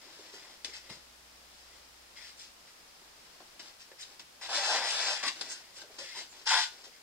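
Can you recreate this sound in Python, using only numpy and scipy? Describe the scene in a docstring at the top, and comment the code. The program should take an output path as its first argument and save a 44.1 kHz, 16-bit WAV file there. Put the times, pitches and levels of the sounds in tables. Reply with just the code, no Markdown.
"""Soft rubs, scrapes and clicks: two hands show a large plastic car grille, then turn it over.
Skin catches and lets go in many tiny slips that make the shell ring, now and then skidding or swishing.
The plastic clicks as it bends, and palms bump it softly. A faint low hum and hiss lie behind,
in a small, quiet room heard by a small stereo camera."""
import sys
import numpy as np
from scipy import signal
from scipy.fft import rfft, irfft
from scipy.io import wavfile
from scipy.ndimage import uniform_filter1d

SR = 44100
rng = np.random.default_rng(int(sys.argv[2]) if len(sys.argv) > 2 else 0)


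def digitize_waveform(pressure):
    """Quantize a signal to 16-bit integers and store it at the path in sys.argv[1].

    Rows of a 2-D input are taken as channels; values are limited to [-1, 1].
    """
    field = np.atleast_2d(pressure).T
    bounded = np.clip(field, -1, 1)
    quanta = np.round(bounded * 32767).astype(np.int16)
    wavfile.write(sys.argv[1], SR, quanta)


N = 309968
T = np.arange(N) / SR
TAPS = 16384  # samples in a filter's response
FREQS = np.arange(TAPS // 2 + 1) * SR / TAPS
RIM, BACK, FINGERTIPS = 2, 3, 4  # where the shell is touched: columns of the modes table in grille()


def undb(db):
    """Turn decibels into a gain, a number to multiply by."""
    return 10 ** (np.asarray(db) / 20)


def shape(points, column=1):
    """Gain at every frequency, from a table of f/Hz and level/dB columns."""
    rows = np.array(points)
    return undb(np.interp(np.log(FREQS + 1), np.log(rows[:, 0]), rows[:, column]))


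def below(hz, order=4):
    """Share of the power that a low-pass filter keeps at each frequency."""
    return 1 / (1 + (FREQS / hz) ** (2 * order))


def causal(gain):
    """The quickest filter response that has this gain at each frequency."""
    cepstrum = irfft(np.log(gain + 1e-6))
    forward_only = np.r_[1, np.full(TAPS // 2 - 1, 2), np.zeros(TAPS // 2)]
    return irfft(np.exp(rfft(cepstrum * forward_only)))


def through(x, response):
    """Pass a sound through a filter's response."""
    return signal.fftconvolve(np.atleast_2d(x), np.atleast_2d(response), axes=1)[:, :x.shape[-1]]


def band(x, hz, width):
    """Keep only the sound around one pitch, scaled to strength 1."""
    edges = np.minimum(hz * np.exp(np.array([-.5, .5]) * width / hz), SR * 9 / 20)
    kept = signal.sosfilt(signal.butter(2, edges, "bandpass", fs=SR, output="sos"), x)
    return kept / kept.std()


def wander(rate):
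    """A random curve that heads for a new value rate times a second."""
    return 1.55 * np.interp(T * rate, np.arange(N // 20), rng.standard_normal(N // 20))


def diffuse(size, alike_hz):
    """Noise from all sides: left and right are alike in the bass, unrelated in the treble."""
    mid, side = rng.standard_normal((2, size))
    alike = below(alike_hz, order=1)
    common = through(mid, causal(np.sqrt((1 + alike) / 2)))
    opposed = through(side, causal(np.sqrt((1 - alike) / 2)))
    return common + np.array([[1], [-1]]) * opposed


def burst(start, rise, length, decay):
    """A loudness curve that rises, holds until its length is over, then fades; times in seconds."""
    curve = np.zeros(N)
    on = (T > start) & (T < start + length + 10 * decay)
    age = T[on] - start
    curve[on] = np.minimum(age / rise, 1) * np.exp(-np.maximum(age - length, 0) / decay)
    return curve


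def swell(start, length):
    """A loudness curve that swells and dies away in one arch."""
    return np.sin(np.pi * np.clip((T - start) / length, 0, 1))


def strokes(rows, attack, release):
    """Two force curves, rasp (highs) and body (lows), for separate strokes of the hand."""
    return sum(undb([[rasp_db], [body_db]]) * burst(start, attack, length, release)
               for start, length, rasp_db, body_db in rows)


def scrape(rows):
    """Rasp and body force curves for one unbroken scrape."""
    times, *levels = np.transpose(rows)
    return undb([np.interp(T, times, db) for db in levels]) * (T >= times[0]) * (T < times[-1])


def slips(rate, spread_db, smooth):
    """Surfaces catch and let go about rate times a second: tiny uneven ticks over smooth hiss."""
    slipping = rng.random(N) < rate / SR
    sizes = undb(spread_db * np.clip(rng.standard_normal(N), -2, 2))
    ticks = slipping * sizes * rng.choice([-1, 1], N)
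    friction = ticks / ticks.std() + smooth * rng.standard_normal(N)
    return friction / friction.std()


def grille(rasp, body, place, split_hz=1300):
    """The shell rings at its own pitches (modes): rasp drives the high ones, firm pressure the low."""
    # the main modes: f/Hz, width/Hz, level/dB at the rim, at the back, under the fingertips
    modes = [(247, 12, -18, -14, -9), (345, 73, -14, -23, 2), (528, 62, -2, -7, 1),
             (656, 66, 1.5, -21, 1.5), (727, 34, -4.5, 7.5, -6.5), (792, 21, 8, -13, 2),
             (880, 25, 4, 16.5, 1), (1000, 65, 1.5, 11.5, -1.5), (1160, 57, -13, 4.5, -23),
             (1345, 54, -2, -14, -14), (1457, 18, 3, 13.5, 3), (1566, 12, 3, -8, 0),
             (1590, 73, 5.5, 11.5, -13), (1740, 57, 7, 3, 3), (1944, 23, 9.5, 6, 9.5),
             (2110, 20, -10, -1, 8.5), (2400, 330, 2.5, -19, -4), (3120, 77, -12, 5, -12),
             (3500, 230, 4, 8, 1), (4000, 33, 6, 5, -2)]
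    # the crowd of other modes between them: f/Hz, level/dB
    shell = [(60, -46), (140, -46), (250, -29), (500, -15), (1000, -6), (1600, -0.5), (2500, 4.5),
             (5000, 5), (7300, 3.5), (9500, 2), (16000, -0.5)]
    power = shape(shell) ** 2
    for mode in modes:
        hz, width = mode[:2]
        power = power + undb(mode[place]) ** 2 / (1 + ((FREQS - hz) / width) ** 2) ** 2
    whole_ring = causal(np.sqrt(power))
    sound = 0
    for force, side in ((rasp, "highpass"), (body, "lowpass")):
        split = signal.butter(4, split_hz, side, fs=SR, output="sos")
        ring = signal.sosfilt(split, signal.sosfilt(split, whole_ring))
        sound = sound + through(force, ring / np.linalg.norm(ring))
    return sound


def rub(force, friction, rasp_db, body_db, place):
    """Slipping skin shakes the shell; rasp_db and body_db turn the highs and lows up or down."""
    rasp, body = force * friction
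    return grille(rasp * undb(rasp_db), body * undb(body_db), place)


def finger_rubs():
    """Fingertips brush lightly over the plastic."""
    # light strokes: t/s, length/s, rasp/dB, body/dB
    touches = [(0, 0.3, -56.5, -64), (.32, 0.067, -51, -59.5), (.41, 0.12, -57.5, -62.5),
               (.66, 0.037, -51.5, -62), (.725, .045, -47.5, -65), (.83, 0.058, -60, -66),
               (1.5, .28, -62, -70.5), (2.15, .14, -51, -71), (2.38, 0.062, -52, -72),
               (2.66, 0.024, -58, -76), (3.6, 0.09, -54.5, -63.5), (3.79, 0.03, -52.5, -75),
               (3.98, 0.052, -49, -68), (4.08, .06, -62, -63.5), (5.35, 0.14, -48.5, -55.5),
               (5.49, 0.072, -49, -64.5), (5.58, 0.19, -62.5, -71), (5.755, 0.054, -51.5, -61.5),
               (5.9, .07, -59.5, -67), (5.98, 0.21, -47, -67.5), (6.15, 0.062, -47, -55.5),
               (6.31, 0.11, -57, -62), (6.7, 0.12, -57.5, -63.5), (6.83, 0.026, -52, -63),
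               (6.91, 0.049, -61.5, -80)]
    force = strokes(touches, attack=0.017, release=0.031)
    friction = slips(rate=2000, spread_db=5.0, smooth=1.0)
    return rub(force, friction, rasp_db=0.5, body_db=-3.5, place=FINGERTIPS)


def room_air():
    """The air of the room makes a faint rush whose level wavers a little."""
    # tone of the air: f/Hz, level/dB per Hz
    air = [(20, -99.5), (45, -99), (110, -103), (250, -99), (700, -96), (1500, -99), (3000, -100),
           (6000, -102), (16000, -103)]
    rush = through(diffuse(N, alike_hz=258), causal(shape(air))) * np.sqrt(SR / 2)
    return rush * undb(.5 * wander(rate=4.96))


def hum():
    """A faint low tone wavers in pitch and swells for a while above its steady level."""
    hz = 61.8 + 0.89 * wander(rate=1)
    gain = undb(-85) + undb(-74) * burst(start=0.51, rise=.2, length=1.44, decay=0.52)
    return np.sqrt(2) * gain * np.sin(2 * np.pi * np.cumsum(hz) / SR)


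def palm_bumps(rise_s=0.0044, decay_s=.015):
    """A soft hand muffles the shell as it lands, leaving one dull, low ring."""
    # bumps of palm and fingers: t/s, level/dB, f/Hz
    bumps = [(0.048, -57, 322), (0.188, -52.5, 420), (0.335, -50, 384), (0.678, -57, 386),
             (.901, -53.5, 168), (3.406, -61.5, 232), (3.599, -67.5, 293), (5.232, -58, 330),
             (5.265, -47, 298), (5.414, -60, 300), (5.835, -54.5, 523), (5.895, -53.5, 530),
             (6.863, -54.5, 503)]
    noise = rng.standard_normal(N)
    return sum(undb(db) * burst(start, rise_s, rise_s, decay_s) * band(noise, hz, width=0.47 * hz)
               for start, db, hz in bumps)


def flex_clicks():
    """The grille clicks as it bends: each click is a short chatter of plastic on plastic."""
    # clicks and knocks: t/s, decay/s, rasp/dB, body/dB
    clicks = [(0.6458, 0.0029, -28.5, -47), (.652, 0.0075, -35.5, -53), (.89, 0.044, -43.5, -56),
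              (3.014, .012, -62, -61), (3.401, 0.015, -58.5, -51.5), (3.593, 0.012, -40.5, -56.5),
              (3.915, .005, -50.5, -50), (4.193, 0.013, -43.5, -58), (4.555, 0.0066, -34, -59),
              (5.231, .012, -34.5, -48), (5.26, 0.0072, -28, -54), (5.277, 0.0085, -24.5, -60),
              (5.41, 0.0078, -28.5, -46.5), (5.815, 0.0096, -44, -56), (5.981, 0.033, -40, -55)]
    force = 0
    for start, decay, rasp_db, body_db in clicks:
        rise = 0.17 * decay
        force = force + undb([[rasp_db], [body_db]]) * burst(start, rise, rise, decay)
    rasp, body = force * slips(rate=4000, spread_db=3, smooth=.5)
    return grille(rasp, body, FINGERTIPS)


def skids_and_swishes():
    """The sound of slipping skin gathers round one pitch in a skid and spreads high in a swish."""
    # fingertips skid: t/s, length/s, f/Hz, level/dB
    skids = [(0.718, 0.048, 2070, -52), (2.148, 0.18, 1800, -68), (3.912, 0.022, 1680, -60.5),
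             (4.017, 0.024, 3960, -47.5), (4.552, 0.087, 606, -44), (4.653, 0.091, 797, -42),
             (5.213, 0.097, 1114, -42.5), (5.486, 0.093, 1570, -55.5), (5.758, 0.11, 1540, -63),
             (5.986, 0.074, 550, -53), (6.144, 0.037, 960, -51.5), (6.281, 0.057, 7100, -54.5),
             (6.468, 0.135, 1480, -37.5), (6.503, .11, 1633, -35.5)]
    # dry skin swishes over smooth paint: t/s, length/s, level/dB
    swishes = [(2.357, 0.087, -51), (3.988, 0.054, -44.5), (4.859, 0.089, -37), (5.474, 0.084, -39),
               (5.734, 0.067, -49.5), (6.15, 0.081, -49), (6.46, 0.052, -36)]
    friction = slips(rate=3300, spread_db=10, smooth=0.59)
    skidding = sum(undb(db) * swell(start, length) * band(friction, hz, width=0.1 * hz)
                   for start, length, hz, db in skids)
    swish_gain = sum(undb(db) * swell(start, length) for start, length, db in swishes)
    return skidding + swish_gain * band(friction, hz=8200, width=5900)


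def rim_turn():
    """The rim scrapes round in the palm as the grille is turned over."""
    # the grip shifts as the turn begins and ends: t/s, length/s, rasp/dB, body/dB
    grips = [(4.407, 0.059, -44.5, -52), (5.222, 0.053, -36, -44.5)]
    # force of the turning scrape: t/s, rasp/dB, body/dB
    turn = [(4.484, -60, -51), (4.492, -43, -41), (4.556, -32, -38.5), (4.62, -36.5, -43), (4.75, -30, -34),
            (4.812, -39, -39.5), (4.86, -35.5, -38), (4.894, -35, -44.5), (5.114, -34.5, -40),
            (5.22, -44.5, -59.5)]
    force = strokes(grips, attack=0.01, release=0.022) + scrape(turn)
    friction = slips(rate=2400, spread_db=1.5, smooth=0.93)
    return rub(force, friction, rasp_db=2.0, body_db=-3.0, place=RIM)


def thumb_slide():
    """The thumb slides off the ribbed back with a short, grainy scrape."""
    # force of the thumb: t/s, rasp/dB, body/dB
    slide = [(6.456, -48, -80), (6.466, -34.5, -35.5), (6.474, -30.5, -31), (6.496, -29.5, -53),
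             (6.514, -27, -29), (6.574, -29, -34), (6.64, -35.5, -54), (6.72, -74, -81)]
    friction = slips(rate=2600, spread_db=1.0, smooth=0.31)
    return rub(scrape(slide), friction, rasp_db=2.5, body_db=-3.0, place=BACK)


def slat_echoes(decay_s=.003):
    """Quick echoes off the grille's slats, different left and right, evened out in tone."""
    echoes = rng.standard_normal((2, TAPS)) * np.exp(-T[:TAPS] / decay_s)
    powers = uniform_filter1d(np.abs(rfft(echoes)) ** 2, size=44, axis=1)
    return np.vstack([through(echo, causal(power ** -.5)) for echo, power in zip(echoes, powers)])


def wall_echoes(fade_s=0.29):
    """The walls send back a short tail of sound that falls 60 dB in fade_s."""
    age = T[:TAPS]
    tail = diffuse(TAPS, alike_hz=1090) * np.exp(-np.log(1000) * age / fade_s) * (age > .006)
    return tail / np.linalg.norm(tail, axis=1, keepdims=True)


def room(x, scatter_hz=2016, walls_db=-8, shift_hz=2.3, patterns=5):
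    """Lows arrive as one wave, highs scatter off the slats, and all echoes shift as the grille moves."""
    low_share = below(scatter_hz, order=6)
    highs = causal(np.sqrt(1 - low_share))
    # the echo patterns fade into one another in a circle
    angle = 2 * np.pi * shift_hz * T
    weights = np.array([np.exp(3 * np.cos(angle + 2 * np.pi * k / patterns)) for k in range(patterns)])
    sound = through(x, causal(np.sqrt(low_share)))
    for weight in weights / np.linalg.norm(weights, axis=0):
        echoes = through(slat_echoes(), highs) + undb(walls_db) * wall_echoes()
        sound = sound + weight * through(x, echoes)
    return sound


def scene():
    """All the handling sounds in the room, over its air and hum."""
    rubbing = finger_rubs() + rim_turn() + thumb_slide()
    handling = rubbing + flex_clicks() + palm_bumps() + skids_and_swishes()
    return room_air() + room(handling) + hum()


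def record(dry):
    """The two microphone openings colour the sound, hiss is added, and the highest treble is cut."""
    # each opening has its own resonance: f/Hz, left/dB, right/dB
    ports = [(398, 0.5, 1), (1290, 3, 2), (2600, 2.5, 1.5), (3260, 3.5, 1), (4770, 7.5, -2.5),
             (5090, 9, 2.5), (6200, 0, 0), (7340, -10.5, 2.5), (7930, -11.5, -0.5), (10220, -20, -11),
             (13200, -34.5, -25.5), (15200, -98, -32.5)]
    # microphone hiss: f/Hz, level/dB per Hz
    hiss_tone = [(20, -112), (1000, -104), (5000, -103), (8600, -105), (8850, -101), (9100, -105),
                 (12000, -108), (16000, -112)]
    openings = np.array([causal(shape(ports, column=1)), causal(shape(ports, column=2))])
    hiss = through(rng.standard_normal((2, N)), causal(shape(hiss_tone))) * np.sqrt(SR / 2)
    treble_cut = signal.ellip(12, .1, 70, 15760, fs=SR, output="sos")
    return signal.sosfilt(treble_cut, through(dry, openings) + hiss)


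dry = scene()
out = record(dry)
digitize_waveform(out)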